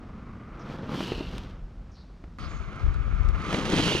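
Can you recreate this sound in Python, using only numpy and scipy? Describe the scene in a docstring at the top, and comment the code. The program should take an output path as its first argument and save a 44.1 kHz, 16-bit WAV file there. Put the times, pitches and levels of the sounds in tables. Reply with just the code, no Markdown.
"""Inline skater on stone paving

A skater rolls up, carves close by and coasts away in mono; a second approach starts abruptly in stereo.
The wheels rumble, whirr and knock over slab joints; in the carves they scrub over grit and ring.
Wind buffets the microphone, and birds call in the park over distant traffic."""
import sys
import numpy as np
from scipy import signal
from scipy.fft import rfft, irfft, next_fast_len
from scipy.io import wavfile
from scipy.ndimage import map_coordinates

SR = 44100
rng = np.random.default_rng(int(sys.argv[2]) if len(sys.argv) > 2 else 0)


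def master_out(mix):
    """Clip the mix to full scale and print it as 16-bit PCM to the path in sys.argv[1]."""
    frames = np.transpose(np.atleast_2d(mix))
    ceiling = np.clip(frames, -1, 1)
    pcm = np.round(ceiling * 32767).astype(np.int16)
    wavfile.write(sys.argv[1], SR, pcm)


N = 176400
TIME = np.arange(N) / SR
IN_SECOND_PASS = TIME >= 2.386
PITCH_WAVER = 0.02  # share by which whirr and ring wander


# Fader rides for each pass (time [s], rumble [dB], whirr [dB], scrub [dB])
FIRST_RIDE = [(0, -48, -59.5, -71), (.5, -47, -53.5, -74.5), (.73, -37.5, -50, -52.5),
              (.8, -38.5, -65, -60), (.88, -39, -55, -57.5), (.93, -31.5, -47, -47.5),
              (1.02, -37, -59, -42), (1.19, -37, -63, -52), (1.37, -40.5, -58.5, -52.5),
              (1.5, -44.5, -55, -59.5), (1.66, -54.5, -73, -81), (2.38, -57.5, -75, -84)]
SECOND_RIDE = [(2.39, -39.5, -45.5, -52.5), (2.66, -46.5, -49.5, -63.5), (2.8, -40, -46, -59),
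               (3.05, -45.5, -49.5, -63), (3.33, -40.5, -45.5, -61), (3.46, -37, -37.5, -48.5),
               (3.54, -28, -40, -39), (3.64, -30, -42, -42), (3.76, -25, -52, -33.5), (3.93, -28, -72, -33),
               (4, -32, -43, -37)]

def rolling():
    """Rough paving shakes the skates; its unevenness jolts rumble, whirr and scrub together."""
    rumble_db, whirr_db, scrub_db = np.where(IN_SECOND_PASS, curves(SECOND_RIDE), curves(FIRST_RIDE))
    bumps_db = 1.68 * wobble(70.9)
    return rumble(rumble_db, bumps_db) + whirr(whirr_db, bumps_db) + scrub(scrub_db, bumps_db) + carves()


# Rumble tone, far off and close up (frequency [Hz], level [dB])
FAR_EQ = [(60, -9.5), (130, 1), (225, -2), (330, -9), (800, -16.5), (1500, -19.5), (3000, -37.5),
          (8000, -92)]
NEAR_EQ = [(60, -11), (120, -1.5), (170, 3), (320, -2), (480, -6), (700, -14), (900, -11), (1600, -19.5),
           (3000, -32.5), (8000, -59)]

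def rumble(level_db, bumps_db):
    """The low body of the roll; the fuller, near colour takes over above -37.5 dB."""
    near = (1 + np.tanh((level_db + 37.5) / 0.5)) / 2
    body = np.sqrt(near) * coloured(grit(), NEAR_EQ) + np.sqrt(1 - near) * coloured(grit(), FAR_EQ)
    return amp(level_db + bumps_db) * body


# Midrange wheel resonances (centre [Hz], width [Hz], level [dB])
WHIRR_PEAKS = [(1236, 220, 5.5), (2110, 376, -6)]

def whirr(level_db, bumps_db):
    """The stone's grain excites the wheels, which waver in pitch."""
    tone = bend(resonate(grit(), WHIRR_PEAKS), 1 + PITCH_WAVER * wobble(14))
    return amp(level_db + bumps_db / 2) * tone


# Bright scrub tone (frequency [Hz], level [dB])
SCRUB_EQ = [(300, -5), (900, -9), (3200, 3), (5700, -7.5), (7700, -17.5), (10500, -21.5), (13000, -21.5),
            (15500, -36)]

def scrub(level_db, bumps_db):
    """Wheels scrape over grit; faint, far scrub loses its top."""
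    bright = amp(level_db + 0.49 * bumps_db + 0.79 * wobble(400)) * coloured(grit(), SCRUB_EQ)
    dull = filtered(bright, lambda hz: 1 / (1 + (hz / 7500) ** 8))
    far = 1 / (1 + amp(level_db + 58))  # half dull at -58 dB
    return (1 - far) * bright + far * dull


# Swell of each carve (peak time [s], rise [s], fall [s], level [dB])
CARVE_SWELLS = [(1.05, 0.08, 0.23, -43.5), (3.899, 0.091, 0.094, -33.5)]
# High wheel resonances (centre at the glide's midpoint [Hz], width [Hz], level [dB])
RING_PEAKS = [(3145, 330, 3), (4300, 920, -6.5)]

def carves(chatter_hz=151.4, glide_s=0.08):
    """Wheels slipping sideways ring and chatter, falling in pitch as the skater passes."""
    out = np.zeros(N)
    for s, rise, fall, db in CARVE_SWELLS:
        swell = np.exp(-((TIME - s) / np.where(TIME < s, rise, fall)) ** 2)
        gain = amp(db + wobble(chatter_hz)) * swell
        glide = 1 - 0.1 * np.tanh((TIME - s) / glide_s + 1)
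        out += gain * bend(resonate(grit(), RING_PEAKS), glide + PITCH_WAVER * wobble(chatter_hz))
    return out


# Hits on slab joints (time [s], thump [dB], click [dB])
JOINT_HITS = [(.893, -27, -29), (1.005, -23, -21.5), (1.119, -17.5, -23), (1.207, -21.5, -35.5),
              (2.239, -37.5, -38), (3.527, -24, -17), (3.544, -29, -12.5), (3.734, -10.5, -15),
              (3.798, -16.5, -20), (3.919, -20, -17.5), (3.95, -13.5, -26)]
# Body of the boot's thump (frequency [Hz], level [dB], 60 dB decay [s])
BOOT_MODES = [(202, 5, 0.026), (314.5, 6.5, 0.029), (495, -2.5, 0.037), (873, -0.5, 0.0096)]
# Click tone (frequency [Hz], level [dB])
CLICK_EQ = [(200, 6), (700, 8), (2800, -3), (6000, -22.5), (15000, -52)]

def joints(attack_s=0.00076):
    """Each slab joint thumps the boot through the soft wheel and clicks."""
    thumps, t = np.zeros(N + SR), np.arange(SR // 8) / SR
    for s, db, _ in JOINT_HITS:
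        detunes = np.exp(0.092 * rng.standard_normal(len(BOOT_MODES)))
        thump = sum(amp(level - 60 * t / t60) * np.sin(2 * np.pi * hz * detune * t)
                    for (hz, level, t60), detune in zip(BOOT_MODES, detunes))
        thump *= 1 - np.exp(-t / attack_s)
        thumps[round(s * SR):][:len(t)] += amp(db) * thump / np.abs(thump).max()
    return thumps[:N] + bursts([(s, db) for s, _, db in JOINT_HITS], CLICK_EQ, t60=0.032)


# Grit cracks (time [s], level [dB])
CRACK_HITS = [(1.381, -27.5), (2.76, -46), (2.942, -41.5), (3.288, -34), (3.528, -28), (3.7, -23.5)]
# Their crisp tone (frequency [Hz], level [dB])
CRACK_EQ = [(4000, 3), (12000, -13.5), (16000, -28)]

def cracks():
    """Grit cracks under a wheel with a dry tick."""
    return bursts(CRACK_HITS, CRACK_EQ, t60=0.013)


# Low skate resonance (centre [Hz], width [Hz], level [dB])
DRONE_PEAK = [(218, 35, 0)]

def drone(half_gain_s=0.42, fade_s=0.42):
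    """The skates hum on the first straight run, fading as the carve begins."""
    fade = (1 - np.tanh((TIME - half_gain_s) / fade_s)) / 2
    return amp(-44.5) * fade * resonate(grit(), DRONE_PEAK)


# Gust ride (time [s], level [dB])
GUST_RIDE = [(0, -43.5), (1, -47), (1.28, -38.5), (2.05, -47), (2.37, -43), (2.41, -36), (2.8, -40.5),
             (2.85, -21.5), (3.0, -28.5), (3.3, -25.5), (3.5, -45.5), (4, -40)]
# Bass-heavy buffet tone (frequency [Hz], level [dB])
BUFFET_EQ = [(14, -42), (29, -1.5), (44, 0.5), (110, -10.5), (300, -47), (800, -110.5)]

def wind():
    """Lumpy low buffeting on the microphone."""
    level_db, = curves(GUST_RIDE)
    return amp(level_db + 1.34 * wobble(28)) * coloured(noise(), BUFFET_EQ)


# Distant calls (time [s], length [s], start pitch [Hz], end pitch [Hz], level [dB])
BIRD_NOTES = [(0.591, 0.04, 5950, 5170, -64), (1.912, 0.057, 5820, 5080, -68),
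              (1.944, 0.087, 4360, 4230, -63.5), (2.388, 0.096, 4730, 4450, -58),
              (2.481, .11, 6930, 6200, -67)]

def birds(echo_t60=0.59, wet=0.7):
    """Hoarse gliding notes, smeared by the trees and houses."""
    calls = np.zeros(N)
    rasp = unit(wobble(1100) + 0.71 * wobble(2680))  # widens each note and adds a broad skirt
    for s, length, start_hz, end_hz, db in BIRD_NOTES:
        progress = np.clip((TIME - s) / length, 0, 1)
        phase = 2 * np.pi * np.cumsum(start_hz + (end_hz - start_hz) * progress) / SR
        calls += amp(db) * np.sqrt(8 * progress * (1 - progress)) * rasp * np.sin(phase)
    tail = (noise() * amp(-60 * TIME / echo_t60))[:SR]
    return calls + wet * signal.fftconvolve(calls, tail / np.linalg.norm(tail))[:N]


# Dark ambience bed (frequency [Hz], level [dB])
TRAFFIC_EQ = [(30, -14), (170, -1.5), (350, -16.5), (1400, -31), (5500, -40), (15000, -66.5)]

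def traffic():
    """Distant traffic fills the park with a steady wash."""
    return amp(-52) * coloured(noise(), TRAFFIC_EQ)


def grit(grains_per_s=900, power_share=0.35, spread_db=2.5):
    """Tiny impacts of the stone's grain over a bed of noise."""
    grains = (rng.random(N) < grains_per_s / SR) * noise() * amp(spread_db * noise())
    return np.sqrt(power_share) * unit(grains) + np.sqrt(1 - power_share) * noise()


def bursts(hits, spectrum, t60, attack_s=0.0003):
    """Short dying puffs of coloured noise, one per hit."""
    envelope = np.zeros(N)
    for s, db in hits:
        age = np.maximum(TIME - s, 0)
        envelope += amp(db - 60 * age / t60) * np.tanh(age / attack_s) ** 2
    return envelope * coloured(noise(), spectrum) / 2


def amp(db):
    """Decibels to gain."""
    return 10 ** (np.asarray(db) / 20)


def unit(x):
    """Scale to rms 1."""
    return x / np.sqrt(np.mean(x ** 2) + 1e-20)


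def noise():
    """White noise."""
    return rng.standard_normal(N)


def wobble(rate):
    """A smooth random curve, rate knots a second."""
    return map_coordinates(rng.standard_normal(N // 8), [TIME * rate], mode="wrap")


def curves(rows):
    """One value per sample for each column after the time."""
    times, *columns = np.transpose(rows)
    return [np.interp(TIME, times, column) for column in columns]


def along(points, hz, column=1):
    """One column of a table read on a log-frequency axis."""
    columns = np.transpose(points)
    return np.interp(np.log(hz + 1), np.log(columns[0] + 1), columns[column])


def filtered(x, response):
    """x through a complex frequency response."""
    size = next_fast_len(N + SR // 2)
    return irfft(rfft(x, size) * response(np.fft.rfftfreq(size, 1 / SR)), size)[..., :N]


def coloured(x, spectrum):
    """x through an EQ curve, rms 1."""
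    return unit(filtered(x, lambda hz: amp(along(spectrum, hz))))


def resonate(x, peaks):
    """x through steep-sided resonances, rms 1."""
    def band(hz, centre, width):
        damping = 1.5j * hz * width
        return (damping / (centre ** 2 - hz ** 2 + damping)) ** 2
    return unit(filtered(x, lambda hz: sum(amp(db) * band(hz, c, w) for c, w, db in peaks)))


def bend(x, speed):
    """x with its pitch bent by a speed ratio."""
    return map_coordinates(x, [np.cumsum(speed)], mode="wrap")


def microphone(x, image):
    """Mono in the first pass; in the second, recoloured and spread by level and phase."""
    def left_over_right(hz):
        return amp(along(image, hz)) * np.exp(1j * along(image, hz, column=2))
    mid = np.where(IN_SECOND_PASS, filtered(x, lambda hz: amp(along(image, hz, column=3))), x)
    side = IN_SECOND_PASS * filtered(mid, lambda hz: (left_over_right(hz) - 1) / (left_over_right(hz) + 1))
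    return np.array([mid + side, mid - side])


# Stereo images (frequency [Hz], left minus right [dB], left phase lead [rad], colour [dB])
PARK_IMAGE = [(1020, 3, 0, -0.5), (1520, -6, 1.49, 1.5), (5800, -6, 0.95, 0), (6200, -5.5, 1.24, 4.5),
              (8350, 0, 1.7, -0.5), (8900, 6, -0.83, 4), (11400, -2, 0, -5), (15000, 4, 0, -12.5)]
WIND_IMAGE = [(100, 13, -1.5, 0)]

def scene():
    """Skater, birds and traffic under wind; diffuse wheel treble and gusts widen the second pass."""
    bed = traffic()
    skater = rolling() + drone() + joints() + cracks()
    scattered = filtered(rolling(), lambda hz: amp(-22.5) * hz ** 4 / (hz ** 4 + 2200 ** 4))
    side = IN_SECOND_PASS * (amp(-10) * wind() + scattered)
    park = microphone(skater + birds() + bed, PARK_IMAGE)
    return park + microphone(wind(), WIND_IMAGE) + np.array([side, -side])


def record(dry):
    """A brick-wall high cut trims the very top."""
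    return filtered(dry, lambda hz: hz < 15700)


dry = scene()
out = record(dry)
master_out(out)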